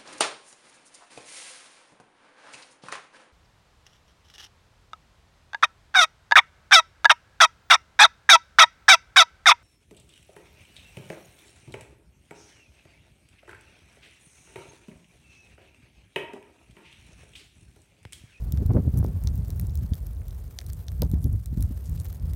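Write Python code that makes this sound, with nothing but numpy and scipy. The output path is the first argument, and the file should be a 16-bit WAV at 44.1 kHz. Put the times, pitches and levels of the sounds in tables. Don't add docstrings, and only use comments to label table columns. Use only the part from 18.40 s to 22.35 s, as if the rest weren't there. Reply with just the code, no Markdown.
import sys
import numpy as np
from scipy import signal
from scipy.fft import rfft, irfft, next_fast_len
from scipy.io import wavfile
from scipy.ndimage import uniform_filter1d

SR = 44100
rng = np.random.default_rng(int(sys.argv[2]) if len(sys.argv) > 2 else 0)


def wav_record(signal):
    frames = np.transpose(np.atleast_2d(signal))
    bounded = np.clip(frames, -1, 1)
    quanta = np.round(bounded * 32767).astype(np.int16)
    wavfile.write(sys.argv[1], SR, quanta)


N = 174195


def undb(db):
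    return 10 ** (np.asarray(db) / 20)


def unit(x):
    return x / np.sqrt(np.mean(x ** 2) + 1e-24)


def curve(rows):
    return np.interp(np.arange(N) / SR, *np.array(rows).T)


def shaped(x, gain):
    size = next_fast_len(len(x))
    hz = np.maximum(np.fft.rfftfreq(size, 1 / SR), 1)
    return irfft(rfft(x, size) * gain(hz), size)[:len(x)]


def noise(colour):
    hz, db = np.array(colour).T
    return unit(shaped(rng.standard_normal(N), lambda f: undb(np.interp(np.log(f), np.log(hz), db))))


def steady(x, span_s):
    size = max(int(span_s * SR), 2)
    power = uniform_filter1d(uniform_filter1d(x ** 2, size), size)
    return x / np.sqrt(np.maximum(power, 1e-12))


def wander(rate_hz):
    return unit(shaped(rng.standard_normal(N), lambda f: 1 / (1 + (f / rate_hz) ** 2)))


def ring(x, hz, q):
    return signal.lfilter(*signal.iirpeak(min(hz, SR * .45), max(q, .6), fs=SR), x)


def add(out, start_s, x):
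    i = max(int(start_s * SR), 0)
    part = x[:max(N - i, 0)]
    out[i:i + len(part)] += part


# frequency in Hz, relative level in dB.
FAR_WIND_COLOUR = [(100, 7), (300, 2), (450, 0.5), (700, -6), (1000, -11.5), (1600, -17), (2600, -22.5),
                   (6000, -32)]
# time in seconds, level in dB.
FAR_WIND_LEVEL = [(0.0, -50), (2.6, -55.5), (3.05, -60.5), (3.3, -54.5), (3.95, -52)]


def far_wind():
    return noise(FAR_WIND_COLOUR) * undb(curve(FAR_WIND_LEVEL))


def whine(hz=8930, half_width_hz=61, level_db=-75.5):
    band = shaped(rng.standard_normal(N), lambda f: 1 / (1 + ((f - hz) / half_width_hz) ** 2))
    return undb(level_db) * unit(band)


# frequency in Hz, relative level in dB.
FIZZ_COLOUR = [(1500, 4), (2700, -2), (4500, -0.5), (6500, -1.5), (10000, -1.5), (13000, 5.5), (15500, 4.5),
               (16300, -21)]
# time in seconds, relative level in dB.
FIZZ_LEVEL = [(0.0, -62.5), (0.13, -66.5), (0.3, -67), (0.65, -63.5), (0.73, -64), (1.08, -63.5),
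              (1.68, -66.5), (2.21, -65.5), (2.39, -62.5), (2.58, -65.5), (2.8, -69), (3.13, -67),
              (3.61, -61), (3.95, -63)]


def fizz(trim_db=-1, flicker_db=5):
    return noise(FIZZ_COLOUR) * undb(curve(FIZZ_LEVEL) + trim_db + flicker_db * wander(rate_hz=55))


def flakes(per_s=260, base_db=-53.5, low_hz=2300, high_hz=15940, ring_s=0.00054, grit=0.54):
    out, t = np.zeros(N), np.arange(256) / SR
    for when, size, pitch, damping in rng.random((int(per_s * N / SR), 4)):
        db = base_db + min(-np.log(1 - size), 13)
        hz = low_hz + pitch ** 0.577 * (high_hz - low_hz)
        tick = np.sin(2 * np.pi * hz * t) + grit * rng.standard_normal(len(t))
        decay = np.exp(-t / (ring_s * (.5 + damping)))
        add(out, when * N / SR, undb(db) * tick * decay)
    crackle = signal.sosfilt(signal.butter(2, 2500, "highpass", fs=SR, output="sos"), out)
    fizz_db = curve(FIZZ_LEVEL)
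    return crackle * undb(fizz_db - fizz_db.mean())


# time in seconds, relative level in dB.
GUST_LEVEL = [(0.0, -30.5), (0.12, -24), (0.18, -25), (0.36, -22), (0.44, -27.5), (0.48, -20),
              (0.51, -30.5), (0.58, -17), (0.71, -28), (.77, -22), (.8, -36), (.83, -22.5), (1.02, -25),
              (1.06, -32.5), (1.08, -28.5), (1.45, -24.5), (1.48, -38.5), (1.52, -23), (1.55, -34),
              (1.59, -33), (1.62, -30.5), (1.74, -32), (1.81, -30.5), (1.85, -36), (1.88, -32.5),
              (2.08, -35.5), (2.13, -40.5), (2.21, -39), (2.28, -31), (2.43, -36), (2.64, -22.5),
              (2.94, -24.5), (3.05, -34), (3.19, -21.5), (3.46, -35), (3.5, -27.5), (3.61, -27.5),
              (3.65, -34.5), (3.69, -30), (3.76, -36), (3.84, -26.5), (3.95, -27)]
# frequency in Hz, relative level in dB.
RUMBLE_COLOUR = [(20, -61), (32, -32), (45, 1), (62, 4), (88, -0.5), (120, -10.5), (170, -16), (260, -40),
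                 (500, -78.5)]
FLUTTER_COLOUR = [(60, -2), (110, 5.5), (160, -1), (240, -9.5), (400, -24), (700, -30), (1500, -44),
                  (3000, -59.5)]


def gusts(rumble_trim_db=-0.5, flutter_base_db=-39, flutter_growth=1.66, usual_gust_db=-25.5):
    gust_db = curve(GUST_LEVEL)
    rumble = steady(noise(RUMBLE_COLOUR), span_s=0.1)
    swells = unit(np.abs(signal.hilbert(rumble)) ** 0.83)
    flutter_db = flutter_base_db + flutter_growth * (gust_db - usual_gust_db) + 0.5 * wander(rate_hz=32)
    flutter = swells * steady(noise(FLUTTER_COLOUR), span_s=0.067)
    return rumble * undb(gust_db + rumble_trim_db) + flutter * undb(flutter_db)


# centre in seconds, half length in seconds, relative level in dB, cut-off in Hz.
EDDIES = [(0.22, 0.013, -23.5, 316), (0.308, 0.007, -26, 726), (0.315, 0.014, -15, 165),
          (0.356, 0.013, -19, 360), (0.375, 0.0088, -18.5, 413), (0.394, 0.0079, -18.5, 228),
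          (0.46, 0.023, -25, 224), (.553, 0.0079, -18, 169), (.588, 0.012, -19.5, 167),
          (0.679, 0.029, -25, 226), (1.001, 0.026, -24.5, 69), (1.095, 0.0042, -27, 135),
          (1.237, .01, -25.5, 177), (1.426, .02, -25, 88), (2.628, 0.0041, -19.5, 422),
          (2.661, 0.0052, -31, 290), (2.861, 0.013, -16, 177), (2.938, 0.016, -19, 75.4),
          (3.215, 0.0022, -21, 150), (3.311, 0.0038, -25.5, 236)]


def eddies(trim_db=-4, low_hz=88, cutoff_order=2.82):
    out, t = np.zeros(N), (np.arange(8192) - 4096) / SR
    for centre, half, db, hz in EDDIES:
        def pink_band(f):
            return 1 / np.sqrt(f * (1 + (f / hz) ** (2 * cutoff_order)) * (1 + (low_hz / f) ** 6))
        swirl = shaped(rng.standard_normal(len(t)), pink_band)
        swell = np.exp(-.5 * (t / half) ** 2)
        gain = undb(db + trim_db) * np.sqrt(np.mean(swell ** 2))
        add(out, centre + t[0], gain * unit(swirl * swell))
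    return out


# centre in seconds, relative peak pressure (+ push, - suction), half width in milliseconds.
AIR_KNOCKS = [(0.1403, -0.22, 2.8), (0.259, -0.14, 2.1), (0.2955, -0.24, 3.2), (.3547, 0.3, 0.82),
              (0.3639, 0.4, 5.2), (.369, 0.086, 0.31), (0.371, -0.25, 0.81), (.479, -0.37, 1.88),
              (0.5404, 0.21, 3.3), (0.629, 0.058, 0.45), (0.648, 0.15, 0.52), (1.5208, 0.092, 2.4),
              (1.523, -0.087, 1.8), (2.6227, -0.16, .8), (2.626, 0.12, 0.79), (2.738, -0.34, 1.72),
              (2.854, 0.1, 2.4), (3.13, .11, 2.2), (3.177, -0.18, 1.96), (3.494, -0.078, 2.84)]


def air_knocks(bass_cut_hz=69.4):
    out, ms = np.zeros(N), (np.arange(4096) - 2048) / SR * 1000
    for centre, peak, half_ms in AIR_KNOCKS:
        pressure = (1 + (ms / half_ms) ** 2) ** -1.5
        pulse = shaped(pressure, lambda f: 1 / (1 + (bass_cut_hz / f) ** 4))
        add(out, centre + ms[0] / 1000, peak * pulse / np.abs(pulse).max())
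    return out


# centre in seconds,
# half length in seconds, relative level in dB, resonance in Hz, its width in Hz.
SCRAPES = [(0.583, 0.011, -58, 11500, 4000), (2.71, 0.017, -48, 12000, 4000),
           (2.834, 0.023, -50, 10300, 4530), (2.871, 0.0088, -51.5, 11200, 900),
           (3.2, 0.022, -54, 10500, 7000), (3.473, 0.016, -50.5, 6960, 8300),
           (3.604, 0.0041, -41, 8900, 7000), (3.67, 0.012, -54, 4440, 6000),
           (3.579, 0.013, -55, 3500, 4000)]


def scrapes(clicks_per_s=330, trim_db=-7):
    out, t = np.zeros(N), (np.arange(8192) - 4096) / SR
    for centre, half, db, hz, width in SCRAPES:
        swell = np.exp(-.5 * (t / half) ** 2)
        clicks = rng.standard_normal(len(t)) * (rng.random(len(t)) < clicks_per_s / SR) * swell
        plate = ring(ring(clicks, hz, hz / width), hz, hz / width)
        gain = undb(db + trim_db) * np.sqrt(np.mean(swell ** 2))
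        add(out, centre + t[0], gain * unit(plate))
    return out


# frequency in Hz, sharpness as Q.
CRUST_MODES = [(1850, 2.7), (3900, 3.9), (5600, 3.6)]
# lower edge in Hz, upper edge in Hz.
CRACK_BANDS_HZ = [(1200, 2400), (3300, 6180), (7400, 15800)]
CRACK_TRIM_DB = [-1, -2.5, -1.5]
# start in seconds, relative levels of the low,
# middle and high band in dB, ring of the shard in Hz.
CRACKS = [(0.1226, -66, -43, -34.5, 15400), (0.1742, -51.5, -48.5, -54, 4300),
          (0.262, -66, -51.5, -43, 13700), (0.3349, -62, -54, -57, 5600), (0.542, -64, -55.5, -47, 13800),
          (0.5746, -67, -53, -39.5, 12000), (0.582, -76, -56, -42, 11500), (0.5888, -68, -72, -39.5, 10300),
          (0.6423, -59.5, -54, -48, 12400), (0.6635, -64, -53, -54, 6050), (0.8379, -62, -58, -43.5, 13600),
          (0.8731, -51, -33, -44, 5400), (0.9562, -82, -59, -46, 13400), (0.9773, -82, -61, -47, 13700),
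          (1.0824, -70, -69, -46.5, 12800), (1.1043, -59, -45.5, -41, 13500),
          (1.1608, -69, -66, -49, 14600), (1.197, -50, -46, -34.5, 13300), (1.213, -87, -63, -45.5, 9700),
          (1.2693, -80, -59, -47.5, 7260), (1.296, -79, -53, -62, 5250), (1.3545, -67, -48.5, -38.5, 15500),
          (1.3742, -78, -52.5, -48, 5760), (1.5355, -53, -41, -58, 3900), (1.5422, -81, -72, -43.5, 11500),
          (1.5537, -64, -53.5, -46, 13400), (1.668, -62, -56, -44.5, 12400), (1.817, -56, -76, -70, 2300),
          (1.8822, -83, -53.5, -47, 13500), (1.908, -79, -52, -55, 4970), (2.1882, -42.5, -30, -41, 5540),
          (2.214, -49, -56, -50, 1900), (2.265, -82, -50, -45.5, 10100), (2.3008, -55, -47.5, -52, 4530),
          (2.3327, -67, -52, -39.5, 6970), (2.4831, -51.5, -38, -50, 3280),
          (2.5182, -55, -60, -49.5, 12500), (2.62, -45, -30, -27.5, 13500), (2.649, -71, -55, -53, 14200),
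          (2.715, -64, -51, -46, 7600), (2.7422, -56, -55, -52, 12100), (2.8425, -71, -48, -39, 12400),
          (2.929, -89, -89, -47, 11700), (3.0591, -61, -48.5, -41, 8000), (3.1736, -58, -55.5, -51, 13500),
          (3.2075, -80, -52, -45, 15300), (3.2254, -55, -45.5, -35, 9600), (3.4955, -62, -62, -46, 12400),
          (3.601, -77, -49, -49, 9000), (3.6468, -60, -63, -42, 12900), (3.6538, -55.5, -65, -50, 9000),
          (3.6857, -75, -69, -47, 14000), (3.7278, -62, -58, -44, 12700), (3.9346, -56, -53, -46.5, 13800)]


def cracks():
    snap_s, crumble_s, crumble_db = 0.00018, 0.0017, -11.5
    first_step, second_step, step_gap_s = 3.34, -2.1376, 0.00062
    thud_hz, thud_q, thud_db, shard_width_hz = 694, 3.9, -6, 1700
    echo_s, echo_db = 0.012, -18
    out, t = np.zeros(N), np.arange(1024) / SR
    decay = np.exp(-t / snap_s) + undb(crumble_db) * np.exp(-t / crumble_s)
    filters = [signal.butter(3, band, "bandpass", fs=SR, output="sos") for band in CRACK_BANDS_HZ]
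    for start, *band_db, shard_hz in CRACKS:
        slips = rng.standard_normal(len(t)) * decay
        slips[0] += first_step
        slab = ring(ring(slips, thud_hz, thud_q), thud_hz, thud_q)
        gap_s = step_gap_s * (1 + 0.28 * rng.uniform(-1, 1))
        slips[int(gap_s * SR)] += second_step
        crust = sum(ring(slips, hz, q) for hz, q in CRUST_MODES)
        shard = ring(slips, shard_hz, shard_hz / shard_width_hz)
        snap = slips + 1.2 * crust + 2.3 * shard
        low, middle, high = (signal.sosfilt(sos, snap) for sos in filters)
        high = signal.lfilter([1, -0.31], 1, high)
        crack = undb(band_db[0] + thud_db) * unit(slab)
        for db, trim_db, band in zip(band_db, CRACK_TRIM_DB, (low, middle, high)):
            crack += undb(db + trim_db) * unit(band)
        crack *= np.sqrt(0.003 * SR / len(t))
        add(out, start, crack)
        add(out, start + echo_s * (.5 + rng.random()), undb(echo_db) * crack)
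    return out


def scene():
    background = far_wind() + fizz() + whine()
    buffeting = gusts() + eddies() + air_knocks()
    crust = cracks() + scrapes() + flakes()
    return (background + buffeting + crust)[None]


def record(dry):
    ceiling, bass_cut_hz, top_hz = 0.33, 35, 16250
    rounded = dry[0] / (1 + (dry[0] / ceiling) ** 6) ** (1 / 6)
    thinned = shaped(rounded, lambda f: 1 / (1 + (bass_cut_hz / f) ** 6))
    return signal.sosfilt(signal.ellip(10, .2, 80, top_hz, fs=SR, output="sos"), thinned)[None]


dry = scene()
out = record(dry)
wav_record(out)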